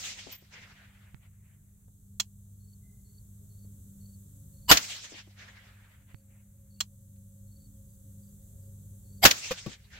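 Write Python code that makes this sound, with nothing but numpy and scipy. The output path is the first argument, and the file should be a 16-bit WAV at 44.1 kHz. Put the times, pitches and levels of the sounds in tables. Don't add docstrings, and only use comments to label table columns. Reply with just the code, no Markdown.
import sys
import numpy as np
from scipy import signal
from scipy.fft import rfft, irfft, next_fast_len
from scipy.io import wavfile
from scipy.ndimage import uniform_filter1d, map_coordinates

SR = 44100
rng = np.random.default_rng(int(sys.argv[2]) if len(sys.argv) > 2 else 0)


def output_pcm(signal):
    pcm = np.clip(np.atleast_2d(signal).T, -1, 1) * 32767
    wavfile.write(sys.argv[1], SR, np.round(pcm).astype(np.int16))


N = 440559

# start_s, strength_db, lowest_rise_hz
SHOTS = [(-0.146, 3, 896.3), (4.7121, 1.5, 1002), (9.251, 1, 740)]
# rise_s, hold_s, t60_s, tail_db, tail_t60_s
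GAS_BURST = (0.0036, 0.0078, 0.095, -9.5, 0.2793)
# freq_hz, level_db
GAS_COLOUR = [(29, -36), (50, -1.5), (119, -10.5), (283, -5), (480, -10.5), (672, -4), (758, -7.5),
              (1720, -2), (2410, -7), (2590, -3.5), (6930, -8.5), (9030, -21.5), (15700, -15)]
# rise_s, hold_s, t60_s, tail_db, tail_t60_s
RINGING_BURST = (0.0299, 0.0028, 0.0427, -30, 0.1606)
# multiple, width_hz, level_db, side_db
RINGING_LOW_TONES = [(1.0, 179.9, -21, -8), (2.9, 220.2, -21, 2), (4.5, 299.9, -26, 10)]
# pitch_hz, width_hz, level_db, side_db
RINGING_HIGH_TONES = [(4854, 310, -24, 11), (7608, 400, -26.5, 1), (10400, 300, -37, 9),
                      (12742, 350, -23, -9)]
# rise_s, hold_s, t60_s, tail_db, tail_t60_s
BOLT_BURST = (0.0088, 0.0015, 0.0375, -13, 0.1154)
# freq_hz, level_db
BOLT_COLOUR = [(290, -51.5), (500, -18), (999, -26.5), (1970, -5), (3030, -7), (3410, -6.5), (6610, -6.5),
               (8950, -23), (15700, -20.5)]
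GAS_DB, RISE_POWER = -3.5, 3.3
PUSH_MS, PUSH_DB = .6, -4.5
THUD_HZ, THUD_DB, THUD_T60_S = 113.21, -21.5, 0.062
RINGING_BEFORE_S, RINGING_DB = .039, -19
BOLT_AFTER_S, BOLT_DB = 0.052426, -7.5

# after_shot_s, lasts_s, first_db, last_db, favoured_hz
REFLECTORS = [(0.089, 0.42557, -31, -38, 5560), (.118, 0.02828, -27.5, -22.5, 2214),
              (0.169, 0.12634, -23.5, -33.5, 2593), (0.314, 0.05052, -26, -30.5, 2800),
              (0.421, 0.08548, -36, -29, 2782), (0.587, 0.02472, -41, -40.5, 4500),
              (0.657, 0.68063, -36, -54, 1485), (.66, .1, -34, -35.5, 2000), (.75, .055, -36, -32, 1602),
              (.835, .055, -38, -41, 1700), (.89, .13, -43, -41.5, 1700),
              (1.073, 0.19006, -48.5, -47, 1472), (1.356, 0.07462, -46, -45, 2597),
              (1.569, 0.15386, -56, -54, 2305)]
# freq_hz, level_db
ECHO_COLOUR = [(180, 3.5), (300, -21), (536, -14), (1150, -14), (2080, -4), (5010, -0.5), (6530, 3),
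               (7580, 3), (9720, -11.5), (15700, -8)]
EDGE_S, FAVOUR_DB, FAVOUR_OCTAVES = 0.02542, 5, 0.4632
SCATTER_FROM_S, SCATTER_DB, SCATTER_T60_S = 0.1, -41.5, 5.04
AIR_FROM_HZ, AIR_DB_PER_S_OCTAVE2 = 1033.9, 4

# start_s, level_db
BOARD_HITS = [(9.509, -14.5), (9.513, -13.5), (9.517, -13.5), (9.662, -25.5)]
# pitch_hz, level_db, t60_s
BOARD_MODES = [(181.6, -9, 0.1034), (514.67, -1, 0.03536), (1128.3, -9.5, 0.06864), (1449.3, -35.5, 0.3255),
               (1542.8, -26.5, 0.1647), (2456.4, -16, 0.06522)]
# start_s, level_db
BRASS_HITS = [(0.317, -43.5), (0.326, -33.5), (9.52, -53)]
# pitch_hz, level_db, t60_s
BRASS_MODES = [(9297, -36, .3), (12370, -14, .22), (14000, -18, .04), (14352, -2, .22), (14385, 0, .18),
               (14460, -8, .12)]

# start_s, level_db, side_db
CLICKS = [(2.1983, -18, -3.5), (6.8044, -19.5, -1.5)]
# rise_s, hold_s, t60_s, tail_db, tail_t60_s
CLICK_BURST = (0.0001, 0.0051, 0.0362, -12, .08)
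# freq_hz, level_db
CLICK_COLOUR = [(210, -52), (350, -31.5), (895, -4.5), (2180, -7), (3250, 2.5), (3630, -3.5), (4130, 0.5),
                (5320, -2.5), (7440, 0.5), (9140, -20), (15700, -12.5)]
# pitch_hz, level_db, t60_s
CLICK_MODES = [(3336.1, -2.5, .035), (4205.8, -3, .045), (5723, -1, .025), (6500, -7.5, 0.044),
               (7404.3, -4, 0.042)]
# start_s, level_db, centre_hz, t60_s, side_db
THUMPS = [(0.266, -32.5, 334.9, 0.0848, 16), (0.285, -39, 450, 0.07205, 1.5),
          (0.42, -43.5, 390, 0.06004, 0), (1.879, -60, 508.6, 0.04675, 19),
          (3.645, -57.5, 325.1, 0.0631, -2.5), (5.119, -33.5, 339, 0.06342, 8),
          (5.14, -40, 396.9, 0.0994, 4), (5.27, -42.5, 287.4, 0.07372, -0.5),
          (7.159, -63.5, 2799, 0.04267, 4.5), (9.662, -22.5, 173.3, 0.1208, 7)]
# start_s, push_db, push_hz, snap_db, side_db
BOOMS = [(1.1454, -34, 113.6, -33.5, -22), (6.1454, -31, 115.5, -33, -16.5)]
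# start_s, first_hz, glide_hz_per_s, level_db, t60_s
FAINT_TONES = [(2.812, 2050, 0, -73, .9), (6.07, 3800, 3500, -76, .3), (6.75, 2700, 3000, -73, .25),
               (6.755, 2250, 1000, -75, .18), (7.735, 3500, -8000, -75, .2)]

# last_stroke_middle_s, lasts_s, pitch_hz, level_db
CHIRPS = [(2.729, .164, 4450, -71), (3.185, .164, 4460, -69.5), (3.636, .164, 4480, -71),
          (4.14, .164, 4480, -70), (4.664, .164, 4440, -70), (6.194, .123, 4512, -71.5),
          (6.797, .123, 4460, -67), (7.651, .205, 4500, -70), (7.94, .082, 4700, -81.5),
          (8.282, .082, 4670, -80.5), (8.669, .082, 4703, -82), (9.181, .164, 4510, -71)]
STROKE_PERIOD_S, STROKE_S = .041, .034

# multiple, level_db
MOTOR_HARMONICS = [(1, -52), (2, -58), (3, -84), (4, -84.5), (5, -92), (6, -94)]
MOTOR_HZ = 99.338
# centre_hz, resonator_width_hz, level_db
HUM_LINES = [(149, 8, -66), (230, 8, -78), (278, 4, -76), (658, 4, -91), (771, 4, -98)]
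# time_s, level_at_415_hz_db, level_at_545_hz_db
DRONES = [(0, -102, -79), (2, -80, -95), (3.3, -79.5, -87.5), (4.501, -89, -77.5), (6.5, -93, -73),
          (8.3, -83.5, -74), (10, -70.5, -70.5)]
# freq_hz, level_db
RUMBLE_COLOUR = [(15, -35.5), (30, -12), (55, -1.5), (120, -5), (200, -15.5), (260, -29), (450, -38),
                 (900, -48), (1500, -60.5)]
# time_s, level_db
RUMBLE_COURSE = [(0, -50), (2, -52), (4.5, -53), (6, -53), (8.5, -52.5), (10, -48.5)]
# freq_hz, level_db
HISS_COLOUR = [(600, -44.5), (900, -17), (1500, -15), (2500, -26.5), (3600, -14), (5200, -20.5),
               (6200, -5.5), (7800, 1.5), (9500, -6), (11200, -1.5), (15700, -5.5)]
HISS_DB = -60.5

# freq_hz, correlation
NEAR_ALIKE = [(60, 0.58), (240, 0.99887), (950, -0.13), (3770, 0.04), (15000, 0.07)]
# freq_hz, correlation
FAR_ALIKE = [(60, 0.64), (240, 0.85), (950, 0.3658), (3770, 0.1007), (15000, -0.299)]
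# freq_hz, side_db
NEAR_BALANCE = [(60, -2), (300, -5), (900, -3), (2400, 3.5), (5000, 0), (8000, -2), (13000, -7)]

DUCK_FROM_DB, DUCK_SLOPE, DUCK_START_DB = -12, 1.0947, 11.5
RELEASE_DB_PER_S, ATTACK_S, CUTOFF_HZ = 3, 0.037, 15800


def amp(db):
    return 10 ** (np.asarray(db) / 20)


def rms_one(x):
    return x / np.sqrt(np.mean(x ** 2) + 1e-20)


def at_hz(points, hz):
    table_hz, values = np.transpose(points)
    return np.interp(np.log(hz + 1), np.log(table_hz), values)


def pan(side_db):
    return amp(np.multiply.outer([.5, -.5], np.atleast_1d(side_db)))


def noise(size, colour, alike, balance=((1, 0), (2, 0))):
    hz = np.fft.rfftfreq(size, 1 / SR)
    mid, side = rfft(rng.standard_normal((2, size))) * amp(at_hz(colour, hz))
    c = np.clip(at_hz(alike, hz), -1, 1)
    pair = np.sqrt(1 + c) * mid + np.sqrt(1 - c) * side * [[1], [-1]]
    return rms_one(irfft(pair * pan(at_hz(balance, hz)), size))


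def add(out, x, start_s):
    i = round(start_s * SR)
    x = x[..., max(-i, 0):max(N - i, 0)]
    first = max(i, 0)
    out[..., first:first + x.shape[-1]] += x


def resonate(x, hz, width_hz):
    r = np.exp(-np.pi * width_hz / SR)
    poles = [1, -2 * r * np.cos(2 * np.pi * hz / SR), r * r]
    return signal.lfilter([(1 - r * r) / 2, 0, (r * r - 1) / 2], poles, x)


def narrow(x, hz, width_hz):
    return rms_one(resonate(resonate(x, hz, width_hz), hz, width_hz))


def ring(hz, t60_s):
    t = np.arange(int(t60_s * SR) + 1) / SR
    return np.sin(2 * np.pi * hz * t) * amp(-60 * t / t60_s)


def drift(size, rate_hz):
    knots = rng.standard_normal(int(size / SR * rate_hz) + 2)
    return map_coordinates(knots, [np.arange(size) / SR * rate_hz], order=2)


def burst(rise_s, hold_s, t60_s, tail_db, tail_t60_s):
    t = np.arange(0, rise_s + hold_s + max(t60_s, tail_t60_s), 1 / SR)
    after = np.maximum(t - rise_s - hold_s, 0)
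    fall = np.maximum(amp(-60 * after / t60_s), amp(tail_db - 60 * after / tail_t60_s))
    return np.minimum(t / rise_s, 1) ** RISE_POWER * fall


def ringing_rise(out, shot_s, strength_db, lowest_hz):
    shape = burst(*RINGING_BURST)
    start_s = shot_s - RINGING_BEFORE_S
    rush = noise(len(shape), GAS_COLOUR, NEAR_ALIKE, NEAR_BALANCE)
    add(out, amp(strength_db + RINGING_DB) * shape * rush, start_s)
    low_tones = [(multiple * lowest_hz, *rest) for multiple, *rest in RINGING_LOW_TONES]
    for hz, width_hz, tone_db, side_db in low_tones + RINGING_HIGH_TONES:
        tone = narrow(rng.standard_normal(len(shape)), hz, width_hz)
        add(out, amp(strength_db + tone_db) * pan(side_db) * shape * tone, start_s)


def muzzle(out, shot_s, strength_db):
    shape = burst(*GAS_BURST)
    gas = shape * noise(len(shape), GAS_COLOUR, NEAR_ALIKE, NEAR_BALANCE)
    add(out, amp(strength_db + GAS_DB) * gas, shot_s - GAS_BURST[0] / 2)
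    push = np.linspace(1, -1, int(PUSH_MS * SR / 1000))
    add(out, amp(strength_db + PUSH_DB) * push, shot_s)
    thud = pan(-2.0) * ring(THUD_HZ, THUD_T60_S)
    add(out, amp(strength_db + THUD_DB) * thud, shot_s - .004)


def bolt(out, shot_s, strength_db):
    shape = burst(*BOLT_BURST)
    slam = shape * noise(len(shape), BOLT_COLOUR, FAR_ALIKE)
    add(out, amp(strength_db + BOLT_DB) * slam, shot_s + BOLT_AFTER_S)


def reports(out):
    for shot_s, strength_db, lowest_rise_hz in SHOTS:
        ringing_rise(out, shot_s, strength_db, lowest_rise_hz)
        muzzle(out, shot_s, strength_db)
        bolt(out, shot_s, strength_db)


def echo_power(t, centres_hz):
    scatter = (t > SCATTER_FROM_S) * amp(SCATTER_DB - 60 * t / SCATTER_T60_S) ** 2
    power = np.tile(scatter, (len(centres_hz), 1))
    for after_s, lasts_s, first_db, last_db, favoured_hz in REFLECTORS:
        i = max(int((after_s - EDGE_S) * SR), 0)
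        j = int((after_s + lasts_s + EDGE_S) * SR)
        u = t[i:j] - after_s
        edges = np.clip(np.minimum(u, lasts_s - u) / EDGE_S / 2 + .5, 0, 1) ** 2
        octaves = np.log2(centres_hz / favoured_hz)
        favour_db = FAVOUR_DB * np.exp(-(octaves / FAVOUR_OCTAVES) ** 2)
        course = edges * amp(first_db + (last_db - first_db) * u / lasts_s)
        power[:, i:j] += np.outer(amp(favour_db), course) ** 2
    return power


def echoes(out, flicker_db=2.5):
    t = np.arange(2 * SR) / SR
    hz = np.fft.rfftfreq(len(t), 1 / SR)
    centres_hz = 250 * 2 ** np.arange(0, 6.1, 1 / 3)
    power = echo_power(t, centres_hz)
    for shot_s, strength_db, _ in SHOTS:
        returns = rfft(noise(len(t), ECHO_COLOUR, FAR_ALIKE))
        for centre_hz, band_power in zip(centres_hz, power):
            band = np.clip(1 - 3 * np.abs(np.log2((hz + 1) / centre_hz)), 0, 1)
            octaves_above = max(np.log2(centre_hz / AIR_FROM_HZ), 0)
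            air_db = -AIR_DB_PER_S_OCTAVE2 * t * octaves_above ** 2
            level_db = strength_db + air_db + flicker_db * drift(len(t), 35.003)
            add(out, np.sqrt(band_power) * amp(level_db) * irfft(returns * band, len(t)), shot_s)


def cases(out):
    for hits, modes in ((BOARD_HITS, BOARD_MODES), (BRASS_HITS, BRASS_MODES)):
        for start_s, db in hits:
            for hz, mode_db, t60_s in modes:
                add(out, amp(db + mode_db + rng.normal(0, 1.5)) * ring(hz, t60_s), start_s)
    t = np.arange(3000) / SR
    for start_s, db in BOARD_HITS:
        knock = noise(len(t), GAS_COLOUR, FAR_ALIKE) * amp(-60 * t / 0.08483)
        add(out, amp(db - 8.5) * knock, start_s)


def clicks(out):
    shape = burst(*CLICK_BURST)
    for start_s, db, side_db in CLICKS:
        add(out, amp(db) * pan(side_db) * shape * noise(len(shape), CLICK_COLOUR, NEAR_ALIKE), start_s)
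        for hz, mode_db, t60_s in CLICK_MODES:
            gain = amp(db + mode_db + rng.normal(0, 2, (2, 1))) * pan(side_db)
            add(out, gain * ring(hz, t60_s), start_s + rng.uniform(.003, .005))


def thumps(out):
    t = np.arange(4400) / SR
    for start_s, db, hz, t60_s, side_db in THUMPS:
        colour = [(hz / 4, -14), (hz, 0), (hz * 1.7554, -9), (hz * 6, -30), (hz * 30, -50)]
        gain = amp(db - 60 * t / t60_s) * np.minimum(t / 0.004354, 1) * pan(side_db)
        add(out, gain * noise(len(t), colour, FAR_ALIKE), start_s)


def booms(out):
    for start_s, push_db, hz, snap_db, side_db in BOOMS:
        add(out, -amp(push_db) * pan(side_db) * ring(hz, 4.917 / hz), start_s - .0017)
        add(out, -amp(snap_db) * pan(side_db) * ring(2014.3, 0.001777), start_s)


def faint_tones(out):
    for start_s, hz, glide, db, t60_s in FAINT_TONES:
        u = np.arange(0, t60_s, 1 / SR)
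        tone = np.sin(2 * np.pi * (hz * u + glide * u ** 2 / 2)) * np.minimum(u / .03, 1)
        add(out, amp(db - 60 * u / t60_s + 5 * drift(len(u), 120)) * tone, start_s)


def crickets(out):
    t = np.arange(0, STROKE_S, 1 / SR)
    u = t / STROKE_S
    for last_s, lasts_s, hz, db in CHIRPS:
        for k in range(round(lasts_s / STROKE_PERIOD_S)):
            sag = .1 * (u - .45) ** 2 + .05 * u ** 5
            pitch_hz = hz * (1.01 - .0022 * k ** 2 - sag + .005 * drift(len(t), 400))
            stroke = np.sin(np.pi * u) ** 0.5 * np.sin(2 * np.pi * np.cumsum(pitch_hz) / SR)
            stroke = np.convolve(stroke, np.r_[1, np.zeros(500), .45])
            gain = amp(db - 0.93 * k + 4.8 * drift(len(stroke), 200)) * pan(1.5)
            add(out, gain * stroke, last_s - k * STROKE_PERIOD_S - STROKE_S / 2)


def motor_hum():
    t, white = np.arange(N) / SR, rng.standard_normal(N)
    turn = 2 * np.pi * np.cumsum(MOTOR_HZ * (1 + .006 * drift(N, 3))) / SR
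    hum = np.zeros(N)
    for k, db in MOTOR_HARMONICS:
        hum += amp(db + 2.5 * drift(N, 7.1)) * np.sqrt(2) * np.sin(k * turn)
    for hz, width_hz, db in HUM_LINES:
        hum += amp(db) * narrow(white, hz, width_hz)
    time_s, low_db, high_db = np.transpose(DRONES)
    for hz, db in ((415, low_db), (545, high_db)):
        hum += amp(np.interp(t, time_s, db)) * narrow(white, hz, 16)
    return hum


def rumble():
    low = noise(next_fast_len(N), RUMBLE_COLOUR, [(100, 1.0), (400, 0.27), (1000, .3)])[:, :N]
    return amp(np.interp(np.arange(N) / SR, *np.transpose(RUMBLE_COURSE))) * low


def hiss():
    return amp(HISS_DB) * noise(next_fast_len(N), HISS_COLOUR, [(100, 0), (200, 0.0081)])[:, :N]


def scene():
    out = motor_hum() + rumble() + hiss()
    for source in (reports, echoes, cases, clicks, thumps, booms, faint_tones, crickets):
        source(out)
    return out


def record(dry):
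    power = uniform_filter1d(np.mean(dry ** 2, axis=0), size=441)
    level_db = 10 * np.log10(power + 1e-12)
    want_db = DUCK_SLOPE * np.maximum(level_db - DUCK_FROM_DB, 0)
    want_db[0] = DUCK_START_DB
    ramp_db = RELEASE_DB_PER_S * np.arange(N) / SR
    held_db = np.maximum.accumulate(want_db + ramp_db) - ramp_db
    r = np.exp(-1 / (ATTACK_S * SR))
    duck_db = signal.lfilter([1 - r], [1, -r], held_db, zi=[r * DUCK_START_DB])[0]
    wet = np.tanh(dry * amp(-duck_db))
    return signal.sosfilt(signal.ellip(14, .5, 96, CUTOFF_HZ, fs=SR, output="sos"), wet)


dry = scene()
out = record(dry)
output_pcm(out)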